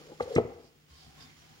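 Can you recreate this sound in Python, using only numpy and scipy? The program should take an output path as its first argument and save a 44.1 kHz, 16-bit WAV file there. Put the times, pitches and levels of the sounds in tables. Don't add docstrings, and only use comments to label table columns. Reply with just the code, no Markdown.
import sys
import numpy as np
from scipy import signal
from scipy.fft import rfft, irfft
from scipy.io import wavfile
from scipy.ndimage import uniform_filter1d

SR = 44100
rng = np.random.default_rng(int(sys.argv[2]) if len(sys.argv) > 2 else 0)


def level_to_linear(level):
    exponent = np.asarray(level, float) / 20
    return 10 ** exponent


def dump(signal):
    limited = np.clip(np.atleast_2d(signal).T, -1, 1)
    pcm = np.round(limited * 32767).astype(np.int16)
    wavfile.write(sys.argv[1], SR, pcm)


N = 70560


def read(points, hz):
    f, v = np.transpose(points)
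    return np.interp(np.log(hz + 1), np.log(f + 1), v)


def curve(points):
    s, db = np.transpose(points)
    return level_to_linear(np.interp(np.arange(N) / SR, s, db))


def evened(x):
    return x / np.sqrt(np.mean(x ** 2) + 1e-20)


def add(mix, s, sound):
    part = mix[round(s * SR):][:len(sound)]
    part += sound[:len(part)]


def play(make, rows):
    track = np.zeros(N)
    for row in rows:
        add(track, *make(*row))
    return track


def resonate(x, hz, width):
    r = np.exp(-np.pi * width / SR)
    return signal.lfilter([1 - r, 0, r - 1], [1, -2 * r * np.cos(2 * np.pi * hz / SR), r * r], x)


def coloured(table):
    gain = level_to_linear(read(table, np.fft.rfftfreq(N, 1 / SR)))
    return evened(irfft(rfft(rng.standard_normal(N)) * gain, N))


def alike(a, b, same):
    same = np.clip(same, 0, 0.99)
    return np.array([a, same * a + np.sqrt(1 - same ** 2) * b])


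def ring(t, hz, db, t60, rise):
    return level_to_linear(db - 60 * t / t60) * (1 - np.exp(-t / rise)) * np.sin(2 * np.pi * hz * t)


# (time [s], shell ring [dB], shell pitch [Hz], bench thud [dB], crack [dB])
KNOCKS = [(0.2018, -40, 427, -55, -47), (0.2044, -19.5, 703, -55.5, -47.5), (0.2063, -16, 491.4, -40, -49),
          (0.361, -14, 333, -19.5, -37.5), (0.367, -32, 684, -26, -45.5), (0.373, -26.5, 599, -23.5, -43.5),
          (.3765, -26, 548, -31.5, -41), (0.3821, -6, 453, -30, -28.5), (0.3984, -18, 463, -30.5, -56),
          (.642, -47, 381, -58.5, -51), (1.063, -52, 737, -49.5, -79), (1.506, -57, 766, -50.5, -81.5)]
# (multiple of shell pitch, level [dB], t60 [s])
SHELL_MODES = [(1, -1, 0.033), (1.38, -4, 0.019), (2.4, -11, 0.014), (2.8, -17, .02), (3.6, -22, 0.0097),
               (4.6, -23.5, 0.011)]
# (frequency [Hz], level [dB], t60 [s])
BENCH_MODES = [(66.6, -15.5, 0.42), (104.6, 0, .1), (144.4, 4, 0.056), (236.5, -3, 0.13), (305, -5.5, 0.03),
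               (385, -23, 0.013)]


def knock(s, ring_db, hz, thud_db, crack_db):
    shell_rise_s, thud_rise_s, crack_s = 0.0017, 0.0038, 0.00037
    t = np.arange(9000) / SR
    shell = sum(ring(t, hz * k, db, t60, shell_rise_s) for k, db, t60 in SHELL_MODES)
    bench = sum(ring(t, f, db, t60, thud_rise_s) for f, db, t60 in BENCH_MODES)
    contact = resonate(resonate(rng.standard_normal(len(t)), 2600, 1300), 2600, 2700)
    crack = evened(contact) * np.exp(-t / crack_s)
    return s, level_to_linear(thud_db) * bench - level_to_linear(ring_db + 3.5) * shell + level_to_linear(crack_db) * crack


# (time [s], level [dB], pitch [Hz], t60 [s])
LINGERS = [(.212, -51.5, 430, .5), (.215, -57, 515, 0.39), (.385, -41, 468, 0.5), (.405, -41, 432, 0.13),
           (.385, -45, 244, 0.44), (.385, -42.5, 346.5, .2), (.385, -61.5, 622, 0.5),
           (.39, -60.5, 715, 0.62), (.39, -56.5, 785, 0.58), (.4, -64.5, 1065, 0.47)]


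def linger(s, db, hz, t60):
    rise_s = 0.0032
    return s, ring(np.arange(20000) / SR, hz, db + 3.5, t60, rise_s)


# (time [s], length [s], level [dB], pitch [Hz])
SLIPS = [(0, 0.013, -53.5, 410), (0.104, 0.024, -61.5, 400), (.112, 0.021, -57.5, 539),
         (0.2, 0.025, -54.5, 270), (.094, 0.018, -56.5, 500), (.116, 0.022, -51, 345),
         (0.19, 0.019, -55.5, 310), (0.014, 0.021, -64, 1210), (.31, 0.033, -53, 720),
         (0.5, .03, -53.5, 790), (.116, .025, -57, 830), (0.2045, 0.0052, -29.5, 688),
         (.2062, 0.0044, -31.5, 850), (0.2, 0.0061, -36, 1175), (.3615, .006, -35.5, 1233),
         (.3775, 0.007, -36, 828), (.388, 0.0079, -37.5, 785), (.224, 0.014, -40, 504),
         (.245, 0.024, -52, 440), (0.268, 0.027, -44, 524), (0.297, 0.034, -40, 538),
         (.308, 0.0205, -39.5, 450), (.334, 0.022, -38.5, 441), (.333, 0.032, -41.5, 480),
         (.352, 0.011, -38.5, 491), (.382, .006, -35, 1100), (0.413, 0.008, -47, 465),
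         (0.437, 0.018, -51.5, 437), (0.467, 0.0098, -48, 510), (.488, 0.024, -49, 510),
         (.54, 0.064, -57, 480)]


def slip(s, length, db, hz):
    t = np.arange(0, length, 1 / SR)
    return s, level_to_linear(db + 4.0) * np.sin(np.pi * t / length) ** 0.3 * np.sin(2 * np.pi * hz * t)


# (time [s], level [dB], pitch [Hz], t60 [s])
SWAYS = [(0.21, -50.5, 85.5, 0.18), (0.268, -59.5, 76.4, 0.2), (0.383, -49, 62.9, .2),
         (0.442, -40, 113, 0.098), (0.539, -52.5, 84.8, 0.15), (0.897, -57.5, 74, 0.28),
         (1.032, -63, 68, 0.31), (1.06, -53, 155, 0.22), (1.13, -62, 62.4, 0.23), (1.236, -53, 250, 0.086),
         (1.247, -58, 95.5, 0.097), (1.351, -64, 75.6, 0.21), (1.492, -57, 159.6, 0.081)]


def sway(s, db, hz, t60):
    rise_s = 0.018
    return s, ring(np.arange(16000) / SR, hz, db + 11.0, t60, rise_s)


def scuff(s, hz, length, db, width, skew):
    noise = rng.standard_normal(16000)
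    progress = np.clip(np.arange(16000) / SR / length, 0, 1)
    shape = np.sin(np.pi * progress ** skew) ** 0.48
    return s, level_to_linear(db) * shape * evened(resonate(resonate(noise, hz, width), hz, width))


# (time [s], centre [Hz])
FLICK_AT = [(.206, 2100), (.222, 4000), (.225, 8700), (.3, 3200), (.328, 4200), (.3518, 5500),
            (.3518, 7500), (.352, 13000), (.353, 4000), (.361, 1900), (.3615, 3000), (.366, 2200),
            (.205, 1150), (.376, 1900), (.361, 6200)]
# (length [s], level [dB], width [Hz])
FLICKS = [(0.01185, -39.5, 580), (0.013, -54, 1800), (0.022, -67.5, 330), (0.017, -61, 300),
          (0.025, -60, 1500), (0.0075, -41, 1500), (0.0078, -48.5, 1000), (0.011, -61.5, 8400),
          (0.0064, -44.5, 600), (0.0093, -28.5, 750), (0.0026, -50, 900), (0.022, -39, 660),
          (0.0067, -40.5, 430), (0.026, -49, 1500), (0.023, -60, 2500)]


def flicks():
    rows = [(*at, *shape, 0.4) for at, shape in zip(FLICK_AT, FLICKS)]
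    return play(scuff, rows)


# (time [s], centre [Hz])
STROKE_AT = [(.625, 4800), (.885, 1070), (.89, 3150), (.895, 4400), (.93, 4520), (.98, 765), (1.17, 1070),
             (1.175, 3580), (1.2, 4900), (1.24, 2150), (1.37, 5850), (1.4, 765), (.96, 4950), (.93, 3650)]
# (length [s], level [dB], width [Hz])
STROKES = [(0.08, -67.5, 1700), (0.11, -70.5, 51), (0.23, -70.5, 170), (0.24, -65, 2400), (0.16, -69, 80),
           (0.36, -67, 85), (0.11, -65.5, 79), (0.12, -64, 120), (0.058, -56.5, 740), (0.12, -64.5, 470),
           (0.062, -67, 79), (0.5, -70, 170), (.12, -66.5, 220), (0.17, -71.5, 200)]


def palm():
    rows = [(*at, *shape, 0.72) for at, shape in zip(STROKE_AT, STROKES)]
    return np.array([play(scuff, rows) for port in range(2)])


# (time [s], level [dB])
DRAG = [(0, -55.5), (.05, -67), (.12, -55), (.16, -69.5), (.19, -68.5), (.3, -53), (.36, -57.5),
        (.45, -54.5), (.6, -63.5), (.74, -85)]


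def creeping():
    hum_hz, hum_width_hz, rumble_db = 461, 70, 3.5
    hum = resonate(resonate(rng.standard_normal(N), hum_hz, hum_width_hz), hum_hz, hum_width_hz * 2)
    rumble = resonate(resonate(rng.standard_normal(N), 240, 390), 384, 320)
    return curve(DRAG) * (evened(hum) + level_to_linear(rumble_db) * evened(rumble))


# (time [s], level [dB])
RUB = [(0, -60.5), (.06, -61.5), (.18, -63.5), (.225, -56), (.26, -61), (.34, -55.5), (.385, -62),
       (.43, -65), (.62, -68.5), (.7, -71.5), (.878, -73), (.895, -67), (1.06, -63), (1.13, -65),
       (1.215, -58.5), (1.33, -63.5), (1.35, -64.5), (1.38, -63.5)]
# (frequency [Hz], width [Hz], level [dB])
RUB_PEAKS = [(3168, 160, 4.5), (4436, 100, -0.5), (5140, 220, 4), (5940, 37, -9), (6880, 100, 1)]
# (frequency [Hz], level [dB per Hz])
RUB_BED = [(150, -2.5), (300, -6.5), (630, -12), (1400, -8), (4920, -12.5), (7300, -16.5), (7800, -40),
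           (15000, -39.5)]


def rubbing():
    bed_db, peak_db, grain_db, likeness = 3, -7, 1, 0.17
    grain = level_to_linear(grain_db * evened(uniform_filter1d(rng.standard_normal(N), size=300)))
    ports = []
    for noise in rng.standard_normal((2, N)):
        peaks = sum(level_to_linear(db) * evened(resonate(noise, hz, w)) for hz, w, db in RUB_PEAKS)
        ports.append(level_to_linear(bed_db) * coloured(RUB_BED) + level_to_linear(peak_db) * evened(peaks))
    return curve(RUB) * evened(grain) * alike(*ports, likeness)


# (frequency [Hz], t60 [s])
ROOM_DECAY = [(80, 0.35), (250, 0.47), (500, 0.48), (1000, 0.7), (2000, 0.53), (5000, 0.31), (12000, 0.14)]
# (frequency [Hz], left-right likeness [0 to 1])
ROOM_SAME = [(100, 0.72), (400, 1), (1000, .2), (4000, 0.037)]


def room(x):
    hz, t, z = signal.stft(rng.standard_normal((2, SR // 2)), SR, nperseg=256)
    z = alike(*z, read(ROOM_SAME, hz)[:, None])
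    decay = level_to_linear(-60 * t / read(ROOM_DECAY, hz)[:, None])
    tail = signal.istft(z * decay, SR, nperseg=256)[1]
    build_up = np.clip(np.arange(tail.shape[1]) / SR / 0.011, 0, 1) ** 2
    tail = tail * build_up
    return signal.fftconvolve(x[None], tail / np.linalg.norm(tail[0]), axes=1)[:, :N]


def fan():
    hum_hz, hum_db, swing = 152, -67.5, 5.7
    whine_hz, whine_db = 15730, -85
    t = np.arange(N) / SR
    waver = level_to_linear(4.6 * np.sin(2 * np.pi * 0.96 * t + 0.45) + 1.4 * np.sin(2 * np.pi * 2.7 * t))
    wander = swing * np.sin(2 * np.pi * 0.68 * t) / 2
    hum = np.sqrt(2) * waver * np.sin(2 * np.pi * hum_hz * t + wander)
    whine = resonate(rng.standard_normal(N), whine_hz, 5.2) * 40
    return level_to_linear(hum_db) * hum + level_to_linear(whine_db) * whine


# (frequency [Hz], level [dB per Hz])
FLOOR = [(40, 7.5), (330, 3.5), (650, -20), (2700, -8), (7300, -34), (8000, -17.5), (12000, -24.5),
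         (15300, -13.5)]
# (frequency [Hz], left-right likeness [0 to 1])
FLOOR_SAME = [(100, 1), (500, 0.3), (1500, 0.25), (4000, 0.27), (9000, 0.033)]


def floor():
    same = read(FLOOR_SAME, np.fft.rfftfreq(N, 1 / SR))
    a, b = rfft(coloured(FLOOR)), rfft(coloured(FLOOR))
    return level_to_linear(-65.5) * irfft(alike(a, b, same), N)


def leaning(x, table):
    lean = level_to_linear(read(table, np.fft.rfftfreq(N, 1 / SR)) / 2)
    return irfft(rfft(x) * np.array([lean, 1 / lean]), N)


# (frequency [Hz], left over right [dB])
HANDS_LEAN = [(60, -0.5), (250, 2.5), (1300, 2), (2500, -3.5), (5000, -5.5), (8000, 17.5), (12000, 6.5)]
# (frequency [Hz], left over right [dB])
RUB_LEAN = [(500, 5), (2500, -4), (6000, -3.5), (9000, 24.5)]


def scene():
    wet_db = -17.5
    hands = play(knock, KNOCKS) + play(linger, LINGERS) + play(slip, SLIPS) + play(sway, SWAYS)
    hands = hands + flicks() + creeping()
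    handling = leaning(hands + level_to_linear(wet_db) * room(hands), HANDS_LEAN)
    friction = leaning(rubbing() + palm(), RUB_LEAN)
    return handling + friction + fan() + floor()


def top_cut(x):
    return signal.sosfilt(signal.butter(12, 16610, fs=SR, output="sos"), x)


# (frequency [Hz], right port later [ms])
PORT_LAG = [(100, 0.4), (500, 0.24), (1500, 0.23), (3000, 0.19), (8000, 0.19)]


def record(dry):
    low_cut_hz, edge_hz = 46, 15950
    cut = signal.sosfilt(signal.butter(4, low_cut_hz, "high", fs=SR, output="sos"), dry)
    hz = np.fft.rfftfreq(N, 1 / SR)
    lag_s = read(PORT_LAG, hz) / 1000 * np.array([[0], [1]])
    late = np.exp(-2j * np.pi * hz * lag_s) * (hz < edge_hz)
    mix = irfft(rfft(cut) * late, N)
    return top_cut(mix)


dry = scene()
out = record(dry)
dump(out)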